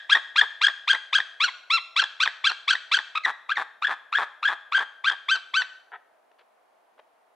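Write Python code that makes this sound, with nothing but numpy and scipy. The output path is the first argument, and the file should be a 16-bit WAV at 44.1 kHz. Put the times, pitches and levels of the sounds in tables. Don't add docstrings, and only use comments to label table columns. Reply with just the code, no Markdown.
import sys
import numpy as np
from scipy import signal
from scipy.fft import rfft, irfft, next_fast_len
from scipy.io import wavfile
from scipy.ndimage import uniform_filter1d, map_coordinates

SR = 44100
rng = np.random.default_rng(int(sys.argv[2]) if len(sys.argv) > 2 else 0)


def transcribe(signal):
    frames = np.atleast_2d(signal).T
    limited = np.clip(frames, -1, 1)
    pcm = np.round(limited * 32767).astype(np.int16)
    wavfile.write(sys.argv[1], SR, pcm)


N = 324118
TIME = np.arange(N) / SR
LOW_REGISTER_HZ, HIGH_REGISTER_HZ = 1383, 1610

# start_s, climb_s, hold_s, top_hz, hold_end_hz, top_db, rattle_delay_s, rattle_db
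YELP_CUES = [(0.093, 0.026, 0.012, 1619, 1700, -14.5, 0.057, -28.5),
             (0.356, .027, 0.011, 1622, 1652, -12.5, 0.057, -29.5),
             (.6111, .027, 0.011, 1589, 1650, -15.5, .066, -32),
             (0.8742, 0.025, .014, 1599, 1645, -14.5, 0.058, -31.5),
             (1.1264, .028, .011, 1615, 1608, -12.5, 0.056, -36),
             (1.3997, 0.046, .023, 1496, 1331, -13, 0.073, -43.5),
             (1.699, 0.039, .026, 1374, 1347, -18, 0.076, -51),
             (1.9588, .037, .005, 1569, 1574, -13.5, 0.065, -35.5),
             (2.1981, 0.037, 0.01, 1580, 1447, -11.5, 0.062, -34),
             (2.4382, 0.034, .01, 1602, 1540, -12, 0.064, -36),
             (2.675, 0.035, .009, 1600, 1487, -10.5, 0.06, -35.5),
             (2.9128, .031, .009, 1602, 1563, -12, .063, -35.5),
             (3.1501, 0.017, 0.0097, 1224, 1333, -28, .112, -27.5),
             (3.4887, 0.031, 0.0087, 1656, 1574, -13.5, 0.085, -29),
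             (3.8183, .03, 0.0056, 1670, 1677, -14, .066, -29.5),
             (4.1218, .031, 0.0055, 1624, 1681, -16, 0.064, -29),
             (4.4245, 0.031, 0.011, 1628, 1614, -12.5, 0.062, -30.5),
             (4.7175, 0.031, 0.0099, 1582, 1603, -13, .063, -30),
             (5.0388, 0.032, 0.015, 1546, 1603, -16.5, 0.065, -35),
             (5.283, 0.033, .034, 1567, 1520, -13.5, 0.067, -38.5),
             (5.5358, 0.036, .04, 1542, 1510, -14.5, 0.064, -38.5)]


def yelps(lead_s=0.0004, flutter_hz=118.4, first_surge_s=.007, db_per_hz=0.1087, tiring_db_per_s=93.5):
    climb_shape = [(0, 0.023), (.28, .58), (.53, .94), (0.779, 1.15)]
    # climb_s, attack_s
    attacks = [(.028, .003), (.034, 0.0066)]
    when, rise = np.transpose(climb_shape)
    track = np.zeros(N)
    for start_s, climb_s, hold_s, top_hz, end_hz, top_db, *_ in YELP_CUES:
        throw, hoarse = head_throw(start_s), hoarseness(start_s)
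        fall_s = (0.012 + .25 * hold_s) * (1 - 0.4 * throw)
        knots = [*(when * climb_s), climb_s, climb_s + hold_s, climb_s + hold_s + fall_s]
        t = TIME[:int((lead_s + knots[-1]) * SR)] - lead_s
        start_hz = 965.4 + 39.8 * throw
        ledge_hz = 1330 * (top_hz / HIGH_REGISTER_HZ) ** .2
        climb_hz = start_hz + rise * (ledge_hz - start_hz)
        hz = np.interp(t, knots, [*climb_hz, top_hz, end_hz, 0.82 * end_hz])
        end_db = top_db + db_per_hz * (end_hz - top_hz) - tiring_db_per_s * hold_s
        db = np.interp(t, knots[-4:], [-24 + 0.5 * throw, top_db, end_db, end_db - 20])
        tilt_db = 3 - 13.5 * throw - np.interp(t, knots[-4:], [0, 1.82, 1.82, 0])
        depth = hoarse * (0.035 + .085 * throw) * np.interp(t, [0, climb_s], [1, 0])
        flutter = depth * np.cos(2 * np.pi * np.maximum(flutter_hz * (t - first_surge_s), -.5))
        tone = syrinx(hz * (1 + flutter), db + 42 * flutter, register(hz), tilt_db + 20 * flutter, hoarse)
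        attack_s = np.interp(climb_s, *np.transpose(attacks))
        envelope = np.interp(t, [-lead_s, attack_s, t[-1] - .003, t[-1]], [0, 1, 1, 0])
        add(track, start_s, envelope * tone)
    return track


def squeaks(pure_above_hz=1675, dullest_db=-7):
    # middle_s, length_s, pitch_hz, glide_hz, level_db
    cues = [(0.1547, .016, 1817, 205, -11), (.1718, .008, 1782, -0.5, -18.5),
            (.415, 0.0085, 1691, -120, -5), (.67, .011, 1601, -190, -10.5), (0.685, 0.0066, 1765, 349, -13),
            (.933, 0.0087, 1590, -120, -14), (0.9507, .007, 1916, 124.5, -17),
            (1.185, 0.01, 1582, -330, -15.5), (1.2042, .005, 1765, -200, -12.5),
            (1.442, .0067, 1614, 131.5, -15), (1.488, .018, 1065, -220, -28), (1.78, .026, 1124, -280, -27),
            (2.021, 0.013, 1355, -320, -21.5), (2.0407, 0.0072, 1672, -3, -17),
            (2.259, .017, 1261, -450, -25), (2.277, 0.0033, 1781, 224, -10),
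            (2.4993, .016, 1397, -340, -22), (2.5185, .004, 1517, -74, -19),
            (2.7338, .016, 1497, -130, -16), (2.755, .0057, 1790, -1.5, -15),
            (2.9716, .013, 1533, -270, -15), (2.99, 0.0049, 1780, -500, -14),
            (3.241, 0.013, 2100, -300, -30), (3.2542, .014, 1825, -200, -12),
            (3.561, 0.015, 2100, -300, -30.5), (3.572, 0.0072, 1830, -100, -16.5),
            (3.872, 0.0057, 1715, 201, -13), (3.879, .006, 1685, -400, -18.5),
            (4.176, 0.017, 1740, 99, -16.5), (4.483, .02, 1695, -150, -14), (4.773, .0243, 1552, -65, -16),
            (4.793, .0158, 1580, 1.5, -19.5), (5.1008, 0.0083, 1640, -180, -14),
            (5.121, .01, 1625, -4, -20), (5.359, 0.016, 1520, -260, -23.5),
            (5.621, 0.0047, 1787, 241, -16.5)]
    track = np.zeros(N)
    for middle_s, length_s, pitch_hz, glide_hz, db in cues:
        progress = np.linspace(0, 1, int(length_s * SR))
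        hz = pitch_hz + glide_hz * (progress - .5)
        tilt_db = -6 * head_throw(middle_s) - 0.5 * max(pitch_hz - pure_above_hz, 0)
        tone = syrinx(hz, db, register(pitch_hz), max(tilt_db, dullest_db), jitter=0.029)
        add(track, middle_s - length_s / 2, np.sin(np.pi * progress) * tone)
    return track


def syrinx(hz, db, high_mix, tilt_db, hoarse=1, jitter=0.0099):
    # harmonic, low_register_db, high_register_db
    harmonics = [(1, 0, 0), (2, 1.5, -3), (3, -0.5, -15), (4, -12.5, -28), (5, -27, -34), (6, -36, -32.5),
                 (7, -36, -59), (8, -51, -68.5), (9, -53.5, -62)]
    # frequency_hz, gain_db
    throat = [(2700, -1), (2900, -13), (3250, 2), (4300, -2.5), (4950, -6.5), (5400, -1.5), (8000, 4),
              (10000, -13)]
    hz = hz * (1 + hoarse * jitter * wobble(450, len(hz)))
    roughness = hoarse * (.026 - .01 * high_mix)
    hz = hz * (1 + roughness * wobble(1300, len(hz)))
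    phase = 2 * np.pi * np.cumsum(hz) / SR
    tone = np.zeros(len(hz))
    for k, low_db, high_db in harmonics:
        source_db = db + low_db + (high_db - low_db) * high_mix + tilt_db * np.log2(min(k, 4))
        shimmer_db = .5 * min(k, 4) * wobble(400, len(hz))
        tone += amp(source_db + along(throat, k * hz) + shimmer_db) * np.sin(k * phase)
    return tone


def register(hz):
    return np.interp(hz, [LOW_REGISTER_HZ, HIGH_REGISTER_HZ], [0, 1])


def head_throw(time_s):
    # time_s, throw
    poses = [(.1, 0.21), (.65, 0.12), (1.4, 0.074), (2.95, 0.031), (3.2, 0.62), (3.5, 0.77), (4.2, 0.82),
             (4.75, 0.7), (5.05, 0.41), (5.3, 0.17), (5.55, .22)]
    return np.interp(time_s, *np.transpose(poses))


def hoarseness(time_s):
    # hold_s, hoarseness_factor
    grit = [(.014, 1.23), (.026, .55), (.034, .75)]
    starts, _, holds, *_ = np.transpose(YELP_CUES)
    current = np.maximum(np.searchsorted(starts, time_s, side="right") - 1, 0)
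    return np.interp(holds[current], *np.transpose(grit))


def rattles():
    # frequency_hz, level_db
    gullet = [(71, -67), (120, -44), (390, -18.5), (530, -18.5), (863, -2), (1270, -1), (1460, -3.5),
              (1720, 2), (2200, -15.5), (2440, -14), (2870, -23.5), (3510, -13.5), (4670, -28.5),
              (9910, -41.5), (15500, -61.5)]
    cues = [(start_s + delay_s, .02 + 0.044 * head_throw(start_s + delay_s), db)
            for start_s, *_, delay_s, db in YELP_CUES]
    return flaps(cues, gullet, rate_hz=205, scatter=.2, spread_db=3, air_db=-8)


def flaps(cues, cavity, rate_hz, scatter, spread_db, air_db, fade_db=5, cutoff_hz=4200):
    pulses = np.zeros(N)
    for start_s, length_s, db in cues:
        gaps, sizes = rng.standard_normal((2, 24))
        times = np.cumsum(np.exp(scatter * gaps)) / rate_hz
        times -= times[0]
        inside = times < length_s
        level_db = db + spread_db * sizes[inside] - fade_db * (times[inside] / length_s) ** 4
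        pulses[((start_s + times[inside]) * SR).astype(int)] = amp(level_db) * np.sqrt(SR / rate_hz)
    puff = np.exp(-TIME[:SR // 50] / 0.014)
    air = signal.fftconvolve(pulses, puff / np.linalg.norm(puff))[:N] * rng.standard_normal(N)
    soft_pulses = signal.sosfilt(signal.butter(4, cutoff_hz, fs=SR, output="sos"), pulses)
    return signal.fftconvolve(soft_pulses + amp(air_db) * air, ringing(cavity))[:N]


def breath(voice, rattle):
    # frequency_hz, density_db
    rasp_colour = [(30, -32.5), (150, -39), (450, -34.5), (900, -14), (1700, 8), (2500, 5), (3500, -0.5),
                   (5000, -11), (7000, -20.5), (10000, -36), (15000, -59.5)]
    # frequency_hz, density_db
    hiss_colour = [(2000, -34), (5000, -7.5), (7200, 6.5), (9000, -5.5), (11000, -6), (13000, -15),
                   (14800, -11.5)]
    hiss_db = -40 + 5 * head_throw(TIME)
    hiss = amp(hiss_db) * np.array([noise(hiss_colour), noise(hiss_colour)])
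    rasp = amp(-21) * hoarseness(TIME) * noise(rasp_colour)
    return follow(voice) * (rasp + hiss) + follow(rattle) * hiss


def grunts():
    # start_s, length_s, level_db
    cues = [(5.919, 0.027, -44), (5.946, 0.014, -46)]
    # frequency_hz, level_db
    closed_beak = [(150, -53), (250, -60), (413, -16), (645, -24), (711, -5), (773, -7.5), (1010, -4),
                   (1160, -32), (1280, -3.5), (1760, -3.5), (2570, -24), (3390, -21), (7000, -89),
                   (9100, -117), (15400, -120)]
    return flaps(cues, closed_beak, rate_hz=190, scatter=.15, spread_db=1.5, air_db=-2)


def fidgets():
    # middle_s, length_s, level_db, tilt_db_per_octave
    cues = [(6.317, 0.0067, -56, -0.5), (6.394, 0.028, -57.5, 2), (6.413, 0.04, -60.5, 0.5),
            (6.982, 0.014, -58, -1), (6.996, 0.021, -48.5, -2)]
    # frequency_hz, level_db
    beak = [(120, -51), (200, -33), (496, -4.5), (698, -11), (1210, -4.5), (2090, -13.5), (3380, -14.5),
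            (12000, -67), (15600, -94), (22000, -120)]
    track = np.zeros(N)
    for middle_s, length_s, db, tilt_db in cues:
        body = ringing([(hz, level_db + tilt_db * np.log2(hz)) for hz, level_db in beak])
        size = int(length_s * SR)
        burst = rng.standard_normal(size) * np.hanning(size)
        add(track, middle_s - length_s / 2, amp(db) * np.convolve(burst, body))
    return track


def wood_echo(source, early_db=-19, early_t60_s=0.18, late_db=-19.5, width=.3):
    # frequency_hz, t60_s
    decay = [(200, 0.3), (1500, 0.63), (3500, 0.54), (7000, .7), (14000, 0.17)]
    # frequency_hz, level_db
    colour = [(200, 0.5), (1500, 4.5), (3500, 5.5), (5500, 1.5), (8000, 4.5), (14000, -12.5)]
    hz, t, bands = signal.stft(rng.standard_normal((2, SR)), SR, nperseg=256)
    decay_db = along(colour, hz)[:, None] - 60 * t / along(decay, hz)[:, None]
    late = signal.istft(bands * amp(decay_db), SR, nperseg=256)[1][:, :SR]
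    early = rng.standard_normal((2, SR)) * amp(-60 * TIME[:SR] / early_t60_s)
    response = amp(late_db) * late / np.linalg.norm(late[0])
    response += amp(early_db) * early / np.linalg.norm(early[0])
    predelayed = np.pad(source, (SR // 200, 0))
    mid, side = signal.fftconvolve(predelayed[None], response, axes=1)[:, :N]
    return np.array([mid + width * side, mid - width * side])


def opening_echo(voice, skip_s=.262, level_db=-1):
    first_yelp = voice * (TIME < .3)
    tail = wood_echo(first_yelp)[:, int(skip_s * SR):]
    return amp(level_db) * np.pad(tail, ((0, 0), (0, N - tail.shape[1])))


def trees(level_db=-63.5):
    # frequency_hz, density_db
    hush = [(15, -79.5), (25, -51), (55, -32), (160, -35.5), (215, -20.5), (349, -15), (421, -11.5),
            (457, -8.5), (582, -8), (631, 0.5), (741, -3), (5280, -32.5), (8350, -36), (10100, -32),
            (15500, -42.5)]
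    # frequency_hz, correlation
    likeness = [(60, 0.86), (240, 0.19), (950, 0.22), (3770, 0.39), (15000, 0.32)]

    def mid_side_gains(hz):
        angle = np.arccos(along(likeness, hz)) / 2
        return np.array([np.cos(angle), np.sin(angle)])

    mid, side = filtered(np.array([noise(hush), noise(hush)]), mid_side_gains)
    return amp(level_db) * unit(np.array([mid + side, mid - side]))


def amp(db):
    return 10 ** (np.asarray(db) / 20)


def unit(x):
    return x / np.sqrt(np.mean(x ** 2) + 1e-20)


def follow(x):
    return np.sqrt(np.abs(uniform_filter1d(x ** 2, size=500)))


def along(points, hz):
    knots_hz, values = np.transpose(points)
    return np.interp(np.log(hz + 1), np.log(knots_hz + 1), values)


def wobble(rate_hz, size):
    knots = rng.standard_normal(size // 8 + 4)
    return map_coordinates(knots, [np.arange(size) * rate_hz / SR], mode="mirror")


def filtered(x, gain_at):
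    size = next_fast_len(N + SR // 2)
    return irfft(rfft(x, size) * gain_at(np.fft.rfftfreq(size, 1 / SR)), size)[..., :N]


def noise(spectrum):
    return unit(filtered(rng.standard_normal(N), lambda hz: amp(along(spectrum, hz))))


def ringing(spectrum, size=2048):
    gain = amp(along(spectrum, np.fft.rfftfreq(size, 1 / SR)))
    cepstrum = irfft(np.log(gain + 1e-6))
    cepstrum[1:size // 2] *= 2
    cepstrum[size // 2 + 1:] = 0
    response = irfft(np.exp(rfft(cepstrum)))
    return response / np.linalg.norm(response)


def add(track, start_s, sound):
    part = track[max(round(start_s * SR), 0):][:len(sound)]
    part += sound[:len(part)]


def scene():
    # frequency_hz, left_minus_right_db
    balance = [(500, 0.5), (1500, 2.5), (2400, 1.5), (3300, 2.5), (4300, -5.5), (6000, -3), (9000, 0.5)]
    voice = yelps() + squeaks()
    rattle = rattles()
    bird = voice + rattle + grunts() + breath(voice, rattle) + fidgets()
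    with_echo = bird + wood_echo(bird.mean(axis=0)) + opening_echo(voice)
    panned = filtered(with_echo, lambda hz: amp(np.outer([.5, -.5], along(balance, hz))))
    return panned + trees()


def record(dry, cutoff_hz=15750):
    return filtered(dry, lambda hz: hz < cutoff_hz)


dry = scene()
out = record(dry)
transcribe(out)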